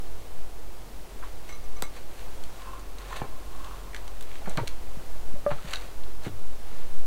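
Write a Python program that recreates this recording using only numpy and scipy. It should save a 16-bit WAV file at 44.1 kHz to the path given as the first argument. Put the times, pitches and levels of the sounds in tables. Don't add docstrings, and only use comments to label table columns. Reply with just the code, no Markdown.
import sys
import numpy as np
from scipy import signal
from scipy.fft import rfft, irfft, next_fast_len
from scipy.io import wavfile
from scipy.ndimage import map_coordinates

SR = 44100
rng = np.random.default_rng(int(sys.argv[2]) if len(sys.argv) > 2 else 0)


def to_wav(s):
    ch = np.atleast_2d(s).T
    pcm = np.round(np.clip(ch, -1, 1) * 32767)
    wavfile.write(sys.argv[1], SR, pcm.astype(np.int16))


N = 311346


def amp(db):
    return 10 ** (np.asarray(db) / 20)


def unit(x):
    return x / np.sqrt(np.mean(x ** 2) + 1e-20)


def along(points, hz):
    point_hz, values = np.transpose(points)
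    return np.interp(np.log(hz + 1e-3), np.log(point_hz), values)


def curves(rows):
    seconds, *columns = np.transpose(rows)
    return [np.interp(np.arange(N) / SR, seconds, column) for column in columns]


def wobble(rate):
    points = rng.standard_normal(int(N * rate / SR) + 4)
    return map_coordinates(points, [np.arange(N) * rate / SR])


def filtered(x, response):
    size = next_fast_len(N + SR // 2)
    spectrum = rfft(x, size) * response(np.fft.rfftfreq(size, 1 / SR))
    return irfft(spectrum, size)[..., :N]


def shaped_noise(points):
    return unit(filtered(rng.standard_normal(N), lambda f: amp(along(points, f))))


def resonance(f, hz, width_hz):
    return 1j * f * width_hz / (hz * hz - f * f + 1j * f * width_hz)


def bursts(events, tail_db, attack, order):
    out, t = np.zeros(N + SR), np.arange(SR // 3) / SR
    size = 2 * len(t)
    f = np.fft.rfftfreq(size, 1 / SR)
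    for s, db, hz, width_hz, t60 in events:
        fade = amp(tail_db - 60 * t / t60) * (1 - np.exp(-t / attack))
        push = fade * rng.standard_normal(len(t))
        push[0] += np.sqrt(SR / hz)
        sound = irfft(rfft(push, size) * resonance(f, hz, width_hz) ** order)[:len(t)]
        out[round(s * SR):][:len(t)] += amp(db) * sound / np.abs(sound).max()
    return out[:N]


def ringing(blows, modes, scatter_db, attack):
    out, t = np.zeros(N + SR), np.arange(SR // 3) / SR
    for s, db in blows:
        ring = np.zeros(len(t))
        for hz, level, t60 in modes:
            start_db = level + scatter_db * rng.standard_normal()
            ring += amp(start_db - 60 * t / t60) * np.sin(2 * np.pi * hz * t)
        out[round(s * SR):][:len(t)] += amp(db) * ring * (1 - np.exp(-t / attack))
    return out[:N]


def grit(per_s, spread_db, slip_s, bed):
    starts = (rng.random(N) < per_s / SR) * amp(spread_db * rng.standard_normal(N))
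    fade = np.exp(-1 / (slip_s * SR))
    slips = unit(signal.lfilter([1], [1, -fade], starts))
    return unit((slips + bed) * rng.standard_normal(N))


def swells(rows):
    rise, ends_db = .45, 14
    t = np.arange(N) / SR
    power = np.zeros(N)
    for s, db, length in rows:
        distance = np.maximum((s - t) / rise, (t - s) / (1 - rise)) / length
        power += amp(db - ends_db * distance) ** 2
    return np.sqrt(power)


def twig_snaps():
    # start in seconds, peak level in dB, centre pitch in Hz, resonance width in Hz.
    snaps = [(1.491, -31, 3960, 9000), (1.8233, -11, 6440, 13600), (2.1934, -39, 2800, 3000),
             (2.4379, -27, 3840, 9000), (2.6194, -35.5, 2700, 4000), (2.7945, -39, 7000, 5000),
             (2.9851, -28.5, 3240, 6000), (3.1627, -32, 2800, 3000), (3.6451, -31, 3500, 6000),
             (3.933, -38, 2100, 800), (3.9464, -23, 2600, 4500), (3.9639, -24, 2600, 5000),
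             (4.0791, -25, 2500, 7000), (4.2098, -25.5, 4500, 14000), (4.2254, -29, 5500, 14000),
             (4.315, -36, 2164, 1500), (4.3555, -35.5, 2475, 3000), (4.4957, -30.5, 7860, 6000),
             (4.5735, -17, 3700, 7500), (4.6745, -21.5, 3200, 4500), (4.6788, -13.5, 3500, 7500),
             (5.686, -32, 3400, 5000), (5.7094, -23, 3470, 9000), (5.733, -19, 3000, 4950),
             (5.7365, -13.5, 3220, 4420), (5.7578, -22, 4070, 2500), (5.768, -36, 3005, 5000),
             (6.0357, -42, 3400, 2000), (6.2352, -33, 3870, 9200)]
    events = [(s, db, hz, width, .017 - .0008 * (db + 25)) for s, db, hz, width in snaps]
    return bursts(events, tail_db=-3, attack=0.0003, order=2)


def wood_knocks():
    # start in seconds, peak level in dB, pitch in Hz, resonance width in Hz,
    # time for the noise to fall 60 dB in seconds.
    knocks = [(1.227, -34, 1315, 1200, .03), (1.236, -33, 1050, 800, .04), (1.491, -38, 1600, 2000, .045),
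              (1.824, -21.5, 680, 1500, .024), (3.128, -29, 1400, 900, .04), (3.217, -20.5, 450, 750, .022),
              (3.219, -34, 1800, 1600, .02), (3.24, -31, 560, 700, .089), (3.9464, -28, 1850, 900, .02),
              (4.415, -36.5, 740, 300, .044), (4.458, -35, 1560, 1500, .043),
              (4.474, -28.5, 500, 1200, .078), (4.504, -36, 598, 400, .053), (4.557, -35.5, 700, 400, .03),
              (4.575, -24, 1400, 1800, .055), (4.584, -26, 972, 248, .06), (4.582, -23, 450, 600, .075),
              (4.597, -33, 1600, 1500, .04), (4.632, -30, 350, 475, .046), (5.506, -26, 900, 1680, .05),
              (5.514, -21, 690, 1590, .048), (5.585, -40, 1250, 300, .033), (5.733, -27.5, 1510, 700, .05),
              (6.258, -33, 1310, 2000, .061), (6.264, -28, 280, 480, .083)]
    return bursts(knocks, tail_db=1.5, attack=0.0018, order=3)


def bench_thuds():
    # start in seconds, peak level in dB, pitch in Hz, time to fall 60 dB in seconds.
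    thuds = [(1.825, -34, 188, .05), (3.217, -26, 125, 0.042), (4.473, -30.5, 185, .08),
             (4.572, -24.5, 142, 0.12), (4.604, -28, 112, 0.15), (4.971, -33.5, 148.6, .05),
             (5.339, -35, 159.6, 0.042), (5.511, -28, 141, 0.12), (5.644, -34.5, 156.6, 0.09),
             (6.265, -28, 135, 0.059), (6.28, -39, 98, 0.4)]
    damping = 8.5
    events = [(s, db, hz, damping / t60, t60) for s, db, hz, t60 in thuds]
    return bursts(events, tail_db=-7, attack=0.0024, order=3)


def hollow_pole():
    # start in seconds, blow strength in dB.
    blows = [(5.4635, -14), (5.355, -39)]
    # pitch in Hz, strength in dB before random scatter, time to fall 60 dB in seconds.
    modes = [(583.4, -0.5, 0.13), (1200, -8.5, 0.046), (223, -15.5, 0.05), (460, -14, 0.031),
             (1596, -13, 0.016)]
    return ringing(blows, modes, scatter_db=0.4, attack=0.00047)


def bark_scrapes():
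    # peak time in seconds, peak level in dB, length in seconds.
    rubs = [(1.25, -52.5, .25), (1.5, -50.5, .2), (1.8, -54, .3), (1.96, -47, .13), (2.2, -51, .35),
            (2.62, -52, .6), (3.02, -50.5, .2), (3.11, -44.5, .22), (3.17, -41, .12), (3.65, -55, .9),
            (4.05, -55, .5), (4.33, -52, .4), (4.51, -48, .22), (4.62, -54, .3), (4.85, -58, 1.5),
            (5.53, -49, .25), (5.65, -48, .2), (5.72, -41, .2), (5.82, -48, .25), (6.255, -42, .07),
            (6.75, -52.5, .5)]
    # frequency in Hz, relative level in dB per Hz.
    bark = [(200, -23), (500, 3.5), (1200, 0.5), (2500, -2), (4200, -7), (8000, -10.5), (15500, -18)]
    slips = grit(per_s=700, spread_db=4.5, slip_s=.0007, bed=1.2)
    rustle = unit(filtered(slips, lambda f: amp(along(bark, f))))
    return swells(rubs) * rustle


def dragged_pole():
    # peak time in seconds, peak level in dB, length in seconds.
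    pulls = [(2.714, -45, .3), (3.13, -46, .4), (3.36, -54, .5), (3.678, -46, .4), (3.97, -53, .2),
             (4.1, -56, .15)]
    # pitch in Hz, resonance width in Hz, relative strength in dB.
    modes = [(1064, 95, 6), (1670, 230, -14), (2580, 120, -13)]

    def pole(f):
        return sum((-1) ** k * amp(db) * resonance(f, hz, w) for k, (hz, w, db) in enumerate(modes))

    slips = grit(per_s=300, spread_db=1.0, slip_s=.003, bed=1.3)
    return swells(pulls) * unit(filtered(slips, pole))


def metal_rattle():
    # start in seconds, hit strength in dB.
    hits = [(1.492, -49), (1.505, -52), (1.524, -45), (1.548, -52), (1.64, -52), (1.765, -50),
            (1.835, -45.5), (1.848, -48), (1.865, -53)]
    # pitch in Hz, strength in dB before random scatter, time to fall 60 dB in seconds.
    modes = [(1184, 1, 0.15), (2165, -4.5, 0.13), (2210, -4, 0.18), (3970, -7, 0.079), (6030, 1, 0.052),
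             (6030, -6, 0.052), (7770, -5, .04)]
    return ringing(hits, modes, scatter_db=4, attack=0.0016)


def forest(x):
    # frequency in Hz, time to fall 60 dB in seconds.
    decay = [(200, 0.16), (2000, 0.18), (10000, .1)]
    hz, t, noise = signal.stft(rng.standard_normal(SR // 2), SR, nperseg=256)
    fading = noise * amp(-60 * t / along(decay, hz)[:, None])
    tail = signal.istft(fading, SR, nperseg=256)[1]
    delayed = np.pad(x, (300, 0))
    return signal.fftconvolve(delayed, tail / np.linalg.norm(tail))[:N]


def camera_body(x):
    # centre in Hz, width in Hz, share added (negative shares cancel).
    body = [(4460, 1140, 0.85), (5190, 1780, -0.88), (12700, 11300, -0.47)]
    return filtered(x, lambda f: np.prod([1 + share * resonance(f, hz, w) for hz, w, share in body], axis=0))


def wind_heave():
    # time in seconds, level in dB.
    heave = [(0, -21.5), (1, -28), (1.7, -20.5), (2.3, -24), (3, -28), (4, -26), (4.5, -22.5), (5.2, -21.5),
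             (5.8, -19), (6.4, -22), (6.85, -14), (7.06, -10)]
    # frequency in Hz, relative level in dB per Hz.
    gusts = [(.5, -7), (1.5, 1.5), (3, 0), (5, -7.5), (10, -31), (20, -35), (30, -38.5), (48, -49),
             (70, -120)]
    level_db, = curves(heave)
    return amp(level_db) * shaped_noise(gusts)


def engine_hum():
    # time in seconds, pitch in Hz, level in dB before the wavering.
    hum = [(0.3, 42.5, -46), (2.5, 42.5, -47), (2.7, 43.6, -46), (4.0, 43.6, -43), (5.8, 43.6, -44),
           (6.0, 45.1, -46), (6.95, 45.1, -49)]
    hz, db = curves(hum)
    level = np.sqrt(2) * amp(db + 2.5 * wobble(7))
    return level * np.sin(2 * np.pi * np.cumsum(hz) / SR)


def air_hiss():
    # frequency in Hz, relative level in dB per Hz.
    air = [(29, -44), (50, -3.5), (61, -6.5), (70, -10.5), (103, -14), (175, -18.5), (252, -19), (291, -19),
           (362, -17), (729, -20), (1780, -30), (6240, -35), (16000, -39)]
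    return amp(-46.5 + 0.47 * wobble(3.15)) * shaped_noise(air)


def scene():
    branches = twig_snaps() + wood_knocks() + bench_thuds() + hollow_pole()
    work = branches + bark_scrapes() + dragged_pole() + metal_rattle()
    near = camera_body(work + amp(-10.5) * forest(work))
    background = wind_heave() + engine_hum() + air_hiss()
    return (near + background)[None]


def record(dry):
    top_hz = 15800
    return filtered(dry, lambda hz: hz < top_hz)


dry = scene()
out = record(dry)
to_wav(out)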